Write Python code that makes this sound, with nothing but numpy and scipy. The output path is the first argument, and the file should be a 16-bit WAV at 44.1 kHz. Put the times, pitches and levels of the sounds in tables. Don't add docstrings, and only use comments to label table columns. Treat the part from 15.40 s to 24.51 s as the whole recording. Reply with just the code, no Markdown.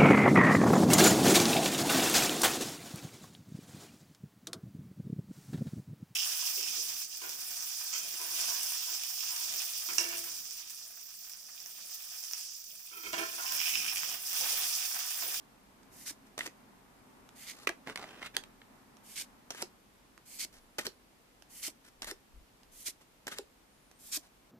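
import sys
import numpy as np
from scipy import signal
from scipy.fft import rfft, irfft, next_fast_len
from scipy.io import wavfile
from scipy.ndimage import map_coordinates

SR = 44100
rng = np.random.default_rng(int(sys.argv[2]) if len(sys.argv) > 2 else 0)


def store_pcm(level_fs):
    pcm = np.round(np.clip(level_fs, -1, 1) * 32767).astype(np.int16)
    wavfile.write(sys.argv[1], SR, np.atleast_2d(pcm).T)


N = 401751
PRE_S = .05


# f/Hz, level/dB
DRAG_TONE = [(300, -25), (1200, -19.5), (2150, -2.5), (3200, -5.5), (4500, -3), (6500, -1), (9500, 0),
             (14000, -3.5)]
SWISH_TONE = [(200, -18), (800, -21), (1500, -9.5), (1800, -8), (2150, 0), (2800, -5.5), (3900, -1),
              (4600, -0.5), (5800, 0.5), (7500, -2), (9400, -2), (10500, -6.5), (14000, -7.5)]
# f/Hz, likeness (1 = the same)
HAND_ALIKE = [(60, 1), (180, 0.8), (550, 0.5), (1650, 0.99), (4970, 0.13), (15000, 0.02)]
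# f/Hz, lead/rad
HAND_PHASE = [(1000, 0), (2300, 0), (3200, -0.35), (5000, 2), (6000, 1.1), (7200, 0.6), (14000, 1)]
# t/s of thumb landing, pull, coming free;
# level/dB of thumb, drag, pull, last brush, flap
PULLS = [(.432, 0.661, 0.7123, -63, -50.5, -39.5, -55, -45),
         (1.891, 2.065, 2.12, -55.5, -48.2, -44.2, -54, -60),
         (3.569, 3.758, 3.825, -57.5, -49.5, -39, -51.5, -55),
         (4.778, 4.99, 5.052, -53, -47, -37, -69, -47),
         (6.023, 6.225, 6.285, -53, -47.5, -37.5, -50, -40.5),
         (7.233, 7.459, 7.486, -58, -49.5, -34.5, -42, -47.5),
         (8.5144, 8.721, 8.776, -56, -49.5, -34, -55, -40)]

def pulls(brush_s=.022, usual_pull_db=-38, pan_db=-1.7):
    t = np.arange(SR // 3) / SR - PRE_S
    hz = grid(len(t))
    for thumb, pull, free, _, drag_db, pull_db, brush_db, _ in PULLS:
        start = thumb + .37 * (pull - thumb)
        force_db = pull_db - usual_pull_db
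        grip = flexing(hz, depth_db=2.5, spacing_hz=281.8)
        grip += tilt(hz, body_db=-.6 * force_db, treble_db=1.86 + .55 * force_db)
        creep_db = np.interp(t / (pull - start), [0, .65, 1], [-10, 0, -2.5])
        drag = rub(fibres(len(t), rough=.22), along(DRAG_TONE, hz) + grip)
        drag *= amp(drag_db + creep_db) * stroke(t, pull - start, rise=.006, fall=.0071)
        speed_db = np.interp(t / (free - pull), [0, .25, .6, 1], [-1.5, .84, 1, -.62])
        judder_db = .85 * wobble((t - t[0]) * 260)
        whip = amp(pull_db + speed_db + judder_db) * stroke(t, free - pull, rise=.0073, fall=.0036)
        brush = amp(brush_db) * stroke(t - (free - pull), brush_s, rise=.004, fall=.0067)
        swish = rub(fibres(len(t), rough=.28), along(SWISH_TONE, hz) + grip) * (whip + brush)
        yield start, stereo(drag, HAND_ALIKE, HAND_PHASE, pan_db)
        yield pull, stereo(swish, HAND_ALIKE, HAND_PHASE, pan_db)


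TOUCH = {"thumb": (3, -6.5, 5600, .0095, -6), "edge": (3, -7.5, 6000, .02, -1),
         "corner": (3.5, -6, 1750, 0.03, -2)}
# treble level/dB, ring f/Hz, fade t/s, left-right balance/dB
SLAP = (-2, 5200, 0.01, -2.5)
RUB = {"skid": (0, -4, 0.9), "settle": (0, -4, .5), "fingers": (2.2, -2.5, -.5)}
# f/Hz, lead/rad
PILE_PHASE = [(100, 0.5), (700, 0.58), (1500, 1.08), (2800, 2.52), (4500, 4.16), (7000, 4.56), (14000, 5.1)]
# t/s of edge touch, corner touch, skid peak, lying flat;
# level/dB of edge, corner, skid, settling, slap, slap's body, flop; flop f/Hz
LANDINGS = [(.979, .99, 1.03, 1.067, -36.5, -33.5, -45.5, -45, -40.5, -2, -39.5, 370),
            (4.106, 4.1187, 4.19, 4.2245, -35.5, -50, -47, -41.5, -31.5, 12, -34, 365),
            (5.3848, 5.3916, 5.403, 5.4677, -33, -31.5, -47, -37, -33.5, -3, -34, 380),
            (6.6209, 6.63, 6.688, 6.7127, -36.5, -43, -41, -41, -39.5, -2, -36, 390),
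            (7.8695, 7.8797, 7.929, 7.9858, -38, -36, -45.5, -51, -36, -5, -31, 392)]

def landings(flop_lag_s=.00401, skid_s=.034, settle_s=.014):
    for edge, corner, skid, flat, *levels, flop_hz in LANDINGS:
        edge_db, corner_db, skid_db, settle_db, slap_db, body_db, flop_db = levels
        yield edge, tap(edge_db, *TOUCH["edge"], PILE_PHASE)
        yield edge + flop_lag_s, flop(edge_db - 8, pitch_hz=290, overtones_db=4, t60=.033)
        yield corner, tap(corner_db, *TOUCH["corner"], PILE_PHASE)
        yield corner, scuff(flat - corner, -54, *RUB["skid"], PILE_PHASE, rise=.003)
        yield skid - skid_s / 2, scuff(skid_s, skid_db, *RUB["skid"], PILE_PHASE, rise=.0045)
        yield flat - settle_s, scuff(settle_s, settle_db, *RUB["settle"], PILE_PHASE)
        yield flat, tap(slap_db, body_db, *SLAP, PILE_PHASE)
        yield flat + flop_lag_s, flop(flop_db, flop_hz, overtones_db=-7.5)


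# f/Hz, lead/rad
NEW_PILE_PHASE = [(1000, 0), (2000, -.3), (2500, -2), (3500, -2.5), (6000, -1.5), (14000, -1.5)]
# t/s, level/dB, body level/dB,
# treble level/dB, ring f/Hz, fade t/s, left-right balance/dB, flop level/dB, flop f/Hz
SNAPS = [(2.272, -30.5, -0.5, -9.5, 2680, 0.033, -7, -46, 333),
         (2.2737, -25.5, -1, -13, 2700, .018, -.5, -48, 330),
         (2.292, -31, 7, -10, 1900, .014, -2, -32.5, 323),
         (2.9673, -25, -6, -5.5, 3020, 0.0096, -8, -39, 372)]
# start t/s, end t/s, level/dB, body level/dB
NUDGES = [(2.466, 2.532, -47, 6), (2.579, 2.661, -48.3, 7), (2.664, 2.805, -53.5, 3.5),
          (2.81, 2.853, -49.5, -2.5), (2.849, 2.878, -44, -6), (2.947, 2.958, -43, 0)]

def new_pile(flop_lag_s=.00276):
    for s, db, body_db, treble_db, ring_hz, t60, pan_db, flop_db, flop_hz in SNAPS:
        yield s, tap(db, body_db, treble_db, ring_hz, t60, pan_db, NEW_PILE_PHASE)
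        yield s + flop_lag_s, flop(flop_db, flop_hz, overtones_db=6)
    for start, end, db, body_db in NUDGES:
        yield start, scuff(end - start, db, body_db, treble_db=-13.5, pan_db=-2, phase=NEW_PILE_PHASE)


# f/Hz, fade t/s, left-right balance/dB
CATCH_RING = (1960, .018, -2.5)
# t/s, level/dB, body level/dB, treble level/dB
CATCHES = [(1.008, -31.5, -12, -29), (1.062, -38, -1, -4), (1.0755, -43.5, 2, -5),
           (2.4733, -38.5, 5, -19.5), (2.482, -41.5, 12, -10), (2.498, -41, 7, -13),
           (2.559, -35, -1.5, -11), (2.5753, -39.5, -2, -13), (2.641, -44, 10, -20),
           (2.8195, -44.5, 3, -26), (2.8273, -37.5, 1.5, -23), (3.0372, -47.5, 3.5, -8),
           (3.217, -52.5, 7, -22), (4.148, -46.5, 8, -7), (4.22, -36.5, 1, 1.5), (5.388, -34, 7, -8),
           (6.6451, -40.5, 1, -1)]

def catches(new_pile_from_s=2.1, new_pile_until_s=3.3):
    for s, db, body_db, treble_db in CATCHES:
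        phase = NEW_PILE_PHASE if new_pile_from_s < s < new_pile_until_s else PILE_PHASE
        yield s, tap(db, body_db, treble_db, *CATCH_RING, phase)


# start t/s, end t/s, level/dB
FINGER_SHIFTS = [(0.862, .887, -62), (2.127, 2.256, -56.5), (5.127, 5.19, -58.5), (6.443, 6.496, -59.5),
                 (7.611, 7.629, -58), (8.83, 8.874, -61.5)]

def handling(flap_lead_s=.00495):
    for thumb, _, free, thumb_db, *_, flap_db in PULLS:
        yield thumb, tap(thumb_db, *TOUCH["thumb"], HAND_PHASE)
        yield free - flap_lead_s, flop(flap_db, pitch_hz=295, overtones_db=0)
    for start, end, db in FINGER_SHIFTS:
        yield start, scuff(end - start, db, *RUB["fingers"], PILE_PHASE)


# f/Hz, likeness
CONTACT_ALIKE = [(300, 1), (2000, 1), (5000, 0.5), (12000, 0.83)]
# f/Hz, level/dB
EDGE_TONE = [(60, -21.5), (140, -10.5), (260, -1.5), (550, -0.5), (1100, 0.5), (2200, 1), (4500, 1.5),
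             (7000, 1.5), (9500, 1), (11000, -5.5), (14000, -4.5)]

def tap(db, body_db, treble_db, ring_hz, t60, pan_db, phase, ring_db=6.5, brush_s=.0006):
    lead = round(PRE_S * SR)
    t = np.arange(-lead, SR // 16) / SR
    hz = grid(len(t))
    envelope = np.where(t < 0, np.exp(-abs(t) / brush_s), amp(-60 * abs(t) / t60))
    chatter = fibres(len(t), rough=.42) * envelope
    chatter[0, lead + SR // 2000] += 2 * (.012 / t60) ** 2
    ring = ring_db * np.exp(-(np.log((hz + 1) / ring_hz) / .2) ** 2)
    tone = along(EDGE_TONE, hz) + tilt(hz, body_db, treble_db) + ring
    tone += flexing(hz, depth_db=2.5, spacing_hz=201)
    hit = stereo(coloured(chatter, tone), CONTACT_ALIKE, phase, pan_db)
    first_5_ms = hit[:, lead:lead + SR // 200]
    return amp(db) * hit / np.sqrt(np.mean(first_5_ms ** 2))


# f/Hz, level/dB
SCUFF_TONE = [(60, -11.5), (140, -5), (260, 3), (550, -2.5), (1050, 0), (1600, 3.5), (2200, 2.5),
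              (3000, 0.5), (4500, 1), (6500, 1), (9500, -1), (14000, -8)]

def scuff(length, db, body_db, treble_db, pan_db, phase, rise=.0055, fall=.0068):
    t = np.arange(SR // 3) / SR - PRE_S
    hz = grid(len(t))
    tone = along(SCUFF_TONE, hz) + tilt(hz, body_db, treble_db) + flexing(hz, depth_db=3, spacing_hz=260)
    catching = amp(2.6 * wobble((t - t[0]) * 170))
    skid = rub(fibres(len(t), rough=.46) * catching, tone)
    return stereo(skid * amp(db) * stroke(t, length, rise, fall), CONTACT_ALIKE, phase, pan_db)


# multiple of its pitch, level/dB, fade t/s
FLOP_OVERTONES = [(2.02, -8, 0.053), (2.45, -11.5, .04), (3.4, -13, 0.047)]

def flop(db, pitch_hz, overtones_db, t60=.056, sag=.13, sag_s=.0066, attack_s=.0019):
    t = np.maximum(np.arange(SR // 4) / SR - PRE_S, 0)
    clock = t + sag * sag_s * (1 - np.exp(-t / sag_s))

    def note(hz, fade_s):
        rattle = .78 * wobble(t * 220)
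        return amp(-60 * t / fade_s) * np.sin(2 * np.pi * hz * clock + rattle)

    ring = note(pitch_hz, t60)
    for ratio, level, fade_s in FLOP_OVERTONES:
        ring += amp(level + overtones_db) * note(pitch_hz * ratio, fade_s)
    return (amp(db) * ring * (1 - np.exp(-t / attack_s)))[None]


def fibres(size, rough):
    slips = rng.standard_normal((2, size))
    strength = np.repeat(rng.standard_normal(size // 8 + 1), 8)[:size]
    return unit(slips * np.exp(rough * strength))


def rub(slips, tone_db):
    return unit(coloured(slips, tone_db)[:, :slips.shape[1]])


def flexing(hz, depth_db, spacing_hz):
    return depth_db * wobble(hz / spacing_hz) / (1 + hz / 12000)


def tilt(hz, body_db, treble_db):
    return along([(800, body_db), (1500, 0), (2800, 0), (7500, treble_db)], hz)


def stroke(t, length, rise, fall):
    return (1 + np.tanh(t / rise)) * (1 + np.tanh((length - t) / fall)) / 4


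# multiple of its pitch, level/dB
WHISTLE_UNDERTONES = [(.69, -8), (.88, -10)]
# start t/s, end t/s, top f/Hz, level/dB
WHISTLES = [(1.6, 1.9, 8600, -86), (1.87, 2.094, 9900, -79), (2.144, 2.45, 9850, -81),
            (5.15, 5.38, 10900, -80), (5.4, 5.678, 9800, -84), (8.282, 8.53, 9950, -79),
            (8.53, 8.64, 8850, -76)]

def whistles(arch=.1, waver=.006):
    t = np.arange(SR // 2) / SR - PRE_S
    for start, end, top_hz, db in WHISTLES:
        from_top = np.clip(2 * t / (end - start) - 1, -1, 1)
        pitch_hz = top_hz * (1 - arch * from_top ** 2 + waver * wobble((t - t[0]) * 20))
        angle = 2 * np.pi * np.cumsum(pitch_hz) / SR
        tones = sum(amp(level + 3 * wobble((t - t[0]) * 30)) * np.sin(ratio * angle)
                    for ratio, level in [(1, 0)] + WHISTLE_UNDERTONES)
        yield start, (amp(db) * tones * (1 - from_top ** 4))[None]


# f/Hz, t/s
ECHO_FADE = [(200, 0.21), (2000, 0.16), (6000, .15), (14000, 0.14)]

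def room(x, delay_s=.005):
    out, step = np.zeros((2, N)), SR // 4
    for i in range(0, N, step):
        hz, t, noise = signal.stft(rng.standard_normal((2, SR // 3)), SR, nperseg=256)
        fade = amp(-60 * t / along(ECHO_FADE, hz)[:, None])
        tail = signal.istft(noise * fade, SR, nperseg=256)[1]
        tail /= np.linalg.norm(tail[0])
        add(out, i / SR + delay_s, signal.fftconvolve(x[:, i:i + step], tail, axes=1))
    return out


# f/Hz, level/dB
RUMBLE_TONE = [(40, -21.5), (80, -17), (115, -5), (170, -8), (205, 0.5), (232, -2), (262, 4), (300, -10),
               (400, -7.5), (520, -12.5), (900, -7), (1600, -15.5), (2300, -19.5), (3500, -33)]

def rumble(peak_s=2.37, peak_db=-60.5, slope_db_per_s=1.22, drop_s=4.35, drop_db=6):
    t = np.arange(N) / SR
    dropped = (1 + np.tanh((t - drop_s) / .12)) / 2
    db = peak_db - slope_db_per_s * abs(t - peak_s) - drop_db * dropped
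    return amp(db + .94 * wobble(t * 9)) * room_noise(RUMBLE_TONE)


# f/Hz, level/dB
BUMP_TONE = [(15, -9), (38, 0.5), (55, -5.5), (100, -28), (500, -70)]
# t/s, level/dB, half length t/s
BUMPS = [(3.0, -70, .25), (5.2, -66, .08), (6.684, -62, 0.097), (6.98, -52.5, 0.053), (7.348, -67.5, 0.12)]

def bumps():
    t = np.arange(N) / SR
    swells = sum(amp(db) * np.exp(-((t - s) / half) ** 2) for s, db, half in BUMPS)
    return swells * room_noise(BUMP_TONE)


# f/Hz, level/dB
HISS_TONE = [(12, -28), (28, -5.5), (42, 0.5), (57, -4), (75, -10.5), (130, -9.5), (260, -6), (480, -10.5),
             (1000, -12.5), (1400, -15.5), (2500, -17.5), (6600, -23), (14300, -25.5)]
# f/Hz, likeness
AIR_ALIKE = [(60, 0.76), (180, 0.79), (550, 0.25), (1650, -0.14), (4970, -0.044), (15000, 0.0092)]

def room_noise(tone=HISS_TONE):
    hz = grid(N)
    white = rfft(rng.standard_normal((2, 2 * (len(hz) - 1))))
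    mid, side = white * amp(along(tone, hz)) * mid_and_side(AIR_ALIKE, hz)
    return unit(irfft([mid + side, mid - side])[:, :N])


def amp(db):
    return 10 ** (np.asarray(db) / 20)


def unit(x):
    return x / np.sqrt(np.mean(x ** 2) + 1e-20)


def along(points, hz):
    f, v = np.transpose(points)
    return np.interp(np.log(hz + 1), np.log(f + 1), v)


def wobble(steps):
    return map_coordinates(rng.standard_normal(int(steps.max()) + 4), [steps], mode="nearest")


def grid(size):
    return np.fft.rfftfreq(2 * next_fast_len(size // 2 + SR // 20), 1 / SR)


def coloured(x, db):
    cepstrum = irfft(np.log(amp(db)))
    size = len(cepstrum)
    cepstrum[1:size // 2] *= 2
    cepstrum[size // 2 + 1:] = 0
    return irfft(rfft(x, size) * np.exp(rfft(cepstrum)))


def mid_and_side(alike, hz):
    turn = np.arccos(np.clip(along(alike, hz), 0, 1)) / 2
    return [np.cos(turn), np.sin(turn)]


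def stereo(pair, alike, phase, pan_db):
    hz = np.fft.rfftfreq(pair.shape[1], 1 / SR)
    mid, side = rfft(pair) * mid_and_side(alike, hz)
    lead = np.exp(.5j * along(phase, hz))
    return irfft([(mid + side) * lead * amp(pan_db / 2), (mid - side) / lead * amp(-pan_db / 2)])


def add(track, s, sound):
    part = track[:, max(round(s * SR), 0):][:, :sound.shape[1]]
    part += sound[:, :part.shape[1]]


def played(sounds):
    out = np.zeros((2, N))
    for s, sound in sounds:
        add(out, s - PRE_S, sound)
    return out


def scene():
    swishes = played(pulls())
    contacts = played(handling()) + played(landings()) + played(new_pile()) + played(catches())
    echo = room(amp(-16.5) * swishes + amp(-12.2) * contacts)
    background = played(whistles()) + rumble() + bumps() + amp(-64) * room_noise()
    return swishes + contacts + echo + background


def record(dry):
    hz, top_hz = grid(N), 14450
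    spectrum = rfft(dry, 2 * (len(hz) - 1))
    return irfft(spectrum / (1 + (hz / top_hz) ** 200))[:, :N]


dry = scene()
out = record(dry)
store_pcm(out)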